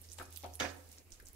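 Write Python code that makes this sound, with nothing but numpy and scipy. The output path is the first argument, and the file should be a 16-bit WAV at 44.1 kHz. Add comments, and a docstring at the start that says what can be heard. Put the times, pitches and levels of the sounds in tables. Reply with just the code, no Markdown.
"""Hot oil dies down on a bowl of lentils: over faint room tone, a fizz of damped-sine grains and patchy hiss
is scattered throughout with bright pops, mostly to the right, each a spike and crack of band noise.
From 0.2 s a metal pan is knocked three times as it is set down: noise rattles and modes ring into the kitchen.
A low wavering sine swells with the later knocks, strongest just after the third, and then weakens.
Soft low bumps, damped sines, lie under the knocks and return near the end, with two faint pan contacts."""
import sys
import numpy as np
from scipy import signal
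from scipy.fft import rfft, irfft, next_fast_len
from scipy.io import wavfile
from scipy.ndimage import uniform_filter1d, map_coordinates

SR = 44100
rng = np.random.default_rng(int(sys.argv[2]) if len(sys.argv) > 2 else 0)


def dump_mix(stems):
    """Bounce the given channels to the path in sys.argv[1] as a 16-bit WAV at rate SR."""
    frames = np.atleast_2d(stems).T  # one column per channel
    limited = np.clip(frames, -1, 1)  # hard clip at full scale
    pcm = np.round(limited * 32767).astype(np.int16)
    wavfile.write(sys.argv[1], SR, pcm)


N = 59535

# likeness (correlation) of the left and right channels: f/Hz, correlation/1
LIKENESS = [(60, -0.02), (240, 0.84), (950, 0.12), (3770, 0.0031), (15000, 0.17)]


def amp(db):
    """Level definition: decibels to an amplitude ratio."""
    return 10 ** (np.asarray(db) / 20)


def unit(x):
    """Normalisation to unit root-mean-square value."""
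    return x / np.sqrt(np.mean(x ** 2) + 1e-20)


def along(points, hz):
    """Linear interpolation of (f/Hz, value) points on a logarithmic frequency axis."""
    f, v = np.transpose(points)
    return np.interp(np.log(hz + 1), np.log(f + 1), v)


def curve(rows, axis=1):
    """Linear interpolation in time of one column of a table, one value per sample."""
    return np.interp(np.arange(N) / SR, *np.transpose(rows)[[0, axis]])


def wobble(rate):
    """Band-limited random fluctuation: a smooth curve through rate random knots a second."""
    knots = rng.standard_normal(int(N * rate / SR) + 4)
    return map_coordinates(knots, [np.arange(N) * rate / SR])


def filtered(x, response):
    """Linear filtering: the spectrum of x times a response of frequency."""
    m = next_fast_len(N + SR // 2)
    return irfft(rfft(x, m) * response(np.fft.rfftfreq(m, 1 / SR)), m)[..., :N]


def pan(db):
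    """Interchannel level difference: positive to the left, negative to the right."""
    return amp([[db / 2], [-db / 2]])


def half_angle(hz):
    """Mid-side mixing angle theta, for a channel correlation of cos(2 theta)."""
    return np.arccos(np.clip(along(LIKENESS, hz), -1, 1)) / 2


def spread(pair, gain):
    """Partial coherence: two unrelated signals, coloured by gain, become mid and side."""
    def mid_side_gain(hz):
        return gain(hz) * [np.cos(half_angle(hz)), np.sin(half_angle(hz))]

    mid, side = filtered(pair, mid_side_gain)
    return np.array([mid + side, mid - side])


def patchy(patch_db):
    """Time-frequency modulation: two unrelated noises with shared patches of random gain."""
    z = signal.stft(rng.standard_normal((2, N)), nperseg=256)[2]
    field = rng.standard_normal(z.shape[1:])
    field = uniform_filter1d(uniform_filter1d(field, size=4, axis=0), size=9, axis=1)
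    return signal.istft(z * amp(patch_db * unit(field)), nperseg=256)[1][:, :N]


def blips(s, gain, hz, cycles, phase, size):
    """Damped free oscillation: sines that fall 60 dB in 4 * cycles periods, summed into one track."""
    periods = np.arange(size) / SR * hz[:, None]
    envelope = amp(-60 * periods / (4 * cycles)) * (1 - np.exp(-4 * periods))
    wave = gain[:, None] * np.sin(2 * np.pi * periods + phase[:, None]) * envelope
    at = (s * SR).astype(int)[:, None] + np.arange(size)
    return np.bincount(at.ravel(), wave.ravel(), N + size + SR)[:N]


def room(x):
    """Reverberation: convolution with noise whose decay time depends on frequency."""
    # kitchen decay: f/Hz, t60/s
    kitchen = [(100, 0.23), (500, 0.69), (2000, 0.4), (6000, 0.34), (15000, 0.5)]
    noise = rng.standard_normal((2, SR * 3 // 4))
    hz, t, z = signal.stft(noise, SR, nperseg=256)
    decay = amp(-60 * t / along(kitchen, hz)[:, None])
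    tail = signal.istft(z * decay, SR, nperseg=256)[1]
    tail = spread(tail, np.ones_like)
    delayed = np.pad(x, ((0, 0), (200, 0)))  # the tail starts 200 samples late
    return signal.fftconvolve(delayed, tail / np.linalg.norm(tail[0]), axes=1)[:, :N]


def air():
    """Stationary ambient noise: room tone with a fixed spectrum and a slight level waver."""
    # relative spectrum of the room tone: f/Hz, level/dB
    air_spectrum = [(12, -41), (20, -8), (85, -3.5), (157, -17), (324, -12.5), (1140, -25.5), (2930, -25),
                    (3370, -31.5), (5880, -31), (10300, -28), (15600, -31.5)]
    tone = spread(patchy(patch_db=2.5), lambda f: amp(along(air_spectrum, f)))
    return amp(-63.5 + 0.5 * wobble(12.5)) * pan(-2.5) * unit(tone)


def hum():
    """Narrow-band modulation: a nearly pure low tone wavers in phase and level."""
    # mean level of the hum: t/s, level/dB
    hum_level = [(0.0, -59), (0.228, -59), (0.402, -58), (0.458, -54.5), (0.56, -57), (0.654, -50.5),
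                 (0.748, -59), (0.984, -65.5), (1.022, -73), (1.066, -65), (1.214, -79.5), (1.266, -63.5),
                 (1.312, -68), (1.35, -59)]
    hum_hz, waver_db = 82.4, 2
    phase = 2 * np.pi * hum_hz * np.arange(N) / SR + 0.9 * wobble(8.87)
    level = amp(curve(hum_level) + waver_db * wobble(21.5))
    return np.sqrt(2) * level * np.sin(phase) * pan(-3)


def bumps():
    """Heavily damped oscillation: each soft low thud dies within a few periods."""
    # thuds: t/s, level before damping/dB, f/Hz
    thuds = [(.2, -46, 30.4), (.61, -45, 40), (.66, -52, 50), (1.125, -43.5, 29.2), (1.202, -45.5, 46.6),
             (1.243, -49, 28.3), (1.291, -45, 40.6)]
    s, db, hz = np.transpose(thuds)
    return blips(s, amp(db), hz, cycles=0.88, phase=0 * s, size=SR // 4) * pan(-1)


def knocks():
    """Modal excitation by impact: each contact snaps, rings the pan's modes and leaves a fading rattle."""
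    # pan contacts: t/s, level/dB, rattle length/s, fade t60 during the rattle/s, centre f/Hz,
    # breadth/octave, ring level re contact/dB, left-right difference/dB
    contacts = [(0.186, -49, 0.0059, .1, 1480, 1.15, -4, 10.5), (0.198, -44, 0.031, 0.2, 800, 1.35, -2, 0),
                (.4355, -51.5, 0.018, 0.11, 800, 0.48, 3, 7.5),
                (0.4367, -55, 0.03, 0.27, 2830, 0.41, -9, 6),
                (0.441, -54.5, 0.034, 0.18, 250, 0.86, 1.5, 1), (0.446, -46, 0.02, 0.17, 764, 0.59, 2.5, 0),
                (0.5936, -55.5, 0.0061, .1, 6300, 1.6, 3, -17),
                (0.5989, -35, 0.015, 0.15, 4000, 2.13, 6.5, -3), (.607, -36, 0.091, .3, 920, 2.5, -2, -6),
                (0.602, -50, 0.111, 0.65, 5600, 0.69, -13, -11),
                (0.617, -43.5, 0.044, 0.18, 380, 0.66, 4, -2.5),
                (0.628, -41, 0.031, 0.45, 800, 1.74, 0.5, -5),
                (0.646, -43, 0.027, 0.28, 1230, 1.28, -2, -11.5),
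                (0.976, -65, 0.0056, 0.15, 2480, 0.5, -22, -3),
                (1.199, -55.5, 0.012, 0.079, 1800, 0.45, -15, 0)]
    # relative spectrum of the pan's snap and rattle: f/Hz, level/dB
    pan_spectrum = [(59, -23), (100, -1.5), (166, -12), (387, -8), (1040, -13.5), (1730, -9), (2940, -16),
                    (6420, -19), (9200, -28.5), (15600, -28.5)]
    # modes of the pan: f/Hz, mean relative level/dB, t60/s
    modes = [(186.5, -5.5, 0.29), (232.7, 1, .15), (273.8, -0.5, 0.38), (372.2, 0, 0.25), (509.6, -1, 0.23),
             (607, 0, 0.12), (720, -2, 0.24), (800, -5, 0.29), (913, -3, 0.16), (1166, -4.5, 0.067),
             (1316, -2.5, 0.21), (1492, -12, 0.083), (1677, -5, 0.23), (1800, -12, 0.42), (2214, -4, 0.15),
             (2474, -8, 0.3), (3953, -3, 0.15), (4727, -4, 0.18), (5640, -4, 0.083), (6300, 7, 0.062)]
    release_s = 0.04  # t60 of the extra decay once the rattle length is over
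    rattle_scatter_db, mode_scatter_db = 3, 2
    snap_db = 1  # re contact level
    mode_rise_s, mode_waver_rad = 0.0022, 0.65
    out, t = np.zeros((2, N)), np.arange(N) / SR
    mode_hz, mode_db, mode_t60 = (column[:, None] for column in np.transpose(modes))
    for s, db, length, t60, hz, breadth, ring_db, side_db in contacts:
        start = int(s * SR)

        def colour(f):
            return np.exp(-(np.log2((f + 1) / hz) / breadth) ** 2 / 2)

        def tone(f):
            return colour(f) * amp(along(pan_spectrum, f))

        fade_db = -60 * np.abs(t - s) / t60
        release_db = -60 * np.clip(t - s - length, 0, None) / release_s
        shape = (t > s) * amp(fade_db + release_db)
        rough_noise = patchy(patch_db=5.0) * amp(rattle_scatter_db * wobble(400))
        body = spread(rough_noise, tone) * shape
        body *= np.linalg.norm(shape) / np.linalg.norm(body, axis=1, keepdims=True)

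        snap = -filtered(1. * (np.arange(N) == start + 30), tone)
        body += amp(snap_db) * snap / np.abs(snap).max()

        age = np.clip(t - s, 0, None)[start:][:SR // 2]
        luck = rng.standard_normal((len(modes), 3, 1))
        gain = amp(mode_db + mode_scatter_db * luck[:, 0]) * colour(mode_hz)
        gain = gain / np.linalg.norm(amp(mode_db) * colour(mode_hz))
        gain = gain * amp(-60 * age / mode_t60) * (1 - np.exp(-age / mode_rise_s))
        waver = mode_waver_rad * np.array([wobble(40.5)[:len(age)] for _ in modes])
        phase = 2 * np.pi * mode_hz * age + 10 * luck[:, 2] + waver
        apart = half_angle(mode_hz) * luck[:, 1]  # opposite phase shifts left and right
        ring = np.array([(gain * np.sin(phase + k * apart)).sum(0) for k in (1, -1)])
        body[:, start:][:, :len(age)] += amp(ring_db) * ring
        out += amp(db) * pan(side_db) * body
    return out


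def fizz(count=2000):
    """Superposed bubble pulses: equal damped grains over fine hiss, in a low and a high band that swell apart."""
    # fizz levels: t/s, low-band level/dB, high-band level/dB (both before the grain and hiss offsets)
    fizz_levels = sum([ [(0.0, -71, -65), (0.018, -93, -61.5), (0.04, -54, -58), (0.104, -61, -60),
                   (0.132, -57, -59), (0.16, -63, -68), (0.19, -56, -50), (0.302, -62, -69),
                   (0.368, -54, -50), (0.454, -62.5, -84), (0.514, -61, -81), (0.552, -60, -49),
                   (0.585, -72, -63)], [(0.74, -66, -57), (0.86, -64, -61.5), (0.926, -63.5, -58),
                   (0.97, -62, -58), (0.984, -57.5, -65), (1.008, -67, -70), (1.094, -99, -87),
                   (1.12, -53, -65), (1.13, -57.5, -60), (1.246, -73, -82), (1.272, -62, -51.5),
                   (1.32, -74, -77), (1.35, -65, -58)], ], [])
    # low and high band: centre f/Hz, width in natural-log frequency/1
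    bands = [(5700, 0.28), (10500, 0.34)]
    grain_db, hiss_db = -8, -12
    out = np.zeros((2, N))
    for k, (centre_hz, width) in enumerate(bands):
        def band(f):
            return np.exp(-(np.log((f + 1) / centre_hz) / width) ** 2 / 4)

        start = rng.uniform(size=count) * N / SR
        turn = 2 * np.pi * rng.uniform(size=count)
        hz = np.clip(centre_hz * np.exp(width * rng.standard_normal(count)), 2000, 15500)
        # a different phase in each channel sets the two apart
        grains = np.array([blips(start, np.ones(count), hz, cycles=2.25, phase=channel * turn, size=128)
                           for channel in (1, 2)])
        hiss = filtered(patchy(patch_db=4), band)
        level = amp(curve(fizz_levels, axis=k + 1) + 1.3 * wobble(40))
        out += level * (amp(hiss_db) * unit(hiss) + amp(grain_db) * unit(grains))
    return out * pan(-3.5)


def pops():
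    """Impulsive radiation by bursting steam bubbles: a spike and short crack of band noise in fainter hiss."""
    # oil pops: t/s, level in the louder channel/dB, centre f/Hz, left-right difference/dB,
    # breadth in natural-log frequency/1
    bursts = sorted([(0.0166, -43.5, 10670.0, -10, 0.099), (0.0222, -47.5, 9500, -12, 0.09),
              (0.0443, -50, 6260, -20, 0.2), (0.0891, -50.5, 5440, -25, 0.11),
              (0.1008, -46.9, 5900, -35, 0.2), (0.1183, -42.5, 5940, -9.6, 0.086),
              (0.1235, -42, 8900, -27, 0.27), (0.1313, -40, 9200, -11, 0.12), (0.135, -44, 8650, -16, 0.19),
              (0.1432, -49, 8880.0, -10.2, 0.27), (0.1846, -44, 7500, 0.5, 0.17),
              (0.2247, -44, 7950, -13, 0.48), (0.2287, -39, 10600, -17.8, 0.052),
              (0.2548, -51, 6740, -17, 0.19), (0.26, -53, 8880.0, -5, 0.3),
              (0.3265, -43, 11100, -10.0, 0.26), (0.3372, -49, 10800, 0, 0.26),
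              (0.3419, -47.6, 9000.0, -10, 0.72), (0.362, -35.5, 4850, -10, 0.95),
              (0.371, -54, 9300, -18, 0.49), (0.374, -32.5, 12300, -16, 0.2),
              (0.3786, -54, 11100, -12, 0.38), (0.383, -55, 10350.0, -13, 0.4),
              (0.3881, -63, 9060, -11.4, 0.38), (0.4062, -60, 8950.0, -9, 0.2),
              (0.4298, -43, 4460, -18, 0.43), (0.4434, -47.5, 4460, 0, 0.27),
              (0.462, -47.5, 7130.0, -1.5, 0.59), (0.5338, -51, 11200, -20, 0.16),
              (0.538, -48, 6030, -14.0, 0.077), (0.5433, -42.5, 11600, -14, 0.18),
              (0.5552, -37.5, 10500, -8, 0.082), (0.5724, -61, 10890.0, -9, 0.31),
              (0.8906, -51, 7500, -9, 0.33), (0.9162, -49.5, 6580.0, -9.4, 0.23),
              (0.9191, -47.5, 10220.0, -4, 0.34), (0.9279, -46, 7360.0, -9.2, 0.28),
              (0.9844, -47.5, 5410.0, -0.5, 0.15), (1.1212, -40, 6300, -17, 0.091),
              (1.1261, -47, 6240.0, -5, 0.14), (1.1378, -52, 7050, -0.7, 0.13),
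              (1.2013, -50.5, 6800, -2, 0.68), (1.2546, -53, 8100, -12, 0.14), (1.2584, -49, 8100, 2, 0.14),
              (1.2698, -43.5, 6270, -10, 0.16), (1.2758, -56, 8690.0, 0, 0.24), (1.2861, -47, 8100, 0, 0.3),
              (1.332, -47, 12080.0, -8.9, 0.16)] + [(.3735, -44, 3370, -8, 0.074),
              (.4215, -53, 6100, 4, 0.17), (.4735, -56, 10000, -10, 0.35), (.3065, -51, 10500, -3, 0.25),
              (1.106, -50.5, 8000, -14, .3), (1.2255, -53, 11100, 4, .3), (1.2495, -63, 9900, 0, .25)])
    crack_s = 0.00031  # half length, to 1/e
    spike_db, hiss_db = 3.5, -10.5  # re pop level
    hiss_swell_s, hiss_fade_s = 0.012, 0.054  # t60 before and after the pop
    low_cut_hz = 2600
    out, t = np.zeros((2, N)), np.arange(N) / SR
    for s, db, hz, side_db, width in bursts:
        def band(f):
            bell = np.exp(-(np.log((f + 1) / hz) / width) ** 2 / 4)
            return bell / (1 + (low_cut_hz / (f + 1)) ** 8)

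        noise = unit(filtered(rng.standard_normal((2, N)), band))
        window = np.exp(-((t - s) / crack_s) ** 2)
        crack = noise * window
        crack *= np.linalg.norm(window) / np.linalg.norm(crack, axis=1, keepdims=True)

        turn = np.exp(2j * np.pi * rng.uniform(size=(2, 1)))  # random phase in each channel
        spike = filtered(1. * (np.arange(N) == int(s * SR)), lambda f: turn * band(f))
        spike *= amp(spike_db) / np.abs(spike).max()

        distance = np.where(t > s, (t - s) / hiss_fade_s, (s - t) / hiss_swell_s)
        hiss = noise * amp(hiss_db - 60 * distance)
        out += amp(db - abs(side_db) / 2) * pan(side_db) * (spike + crack + hiss)
    return out


def scene():
    """Linear superposition of the direct sources and the kitchen's reverberation."""
    metal, oil = knocks(), pops()
    wet = amp(-9) * room(metal) + amp(-8.5) * room(oil)
    return air() + hum() + bumps() + fizz() + metal + oil + wet


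def record(dry):
    """Band limitation: an ideal low-pass keeps only what lies below 15750 Hz."""
    return filtered(dry, lambda hz: hz < 15750)


dry = scene()
out = record(dry)
dump_mix(out)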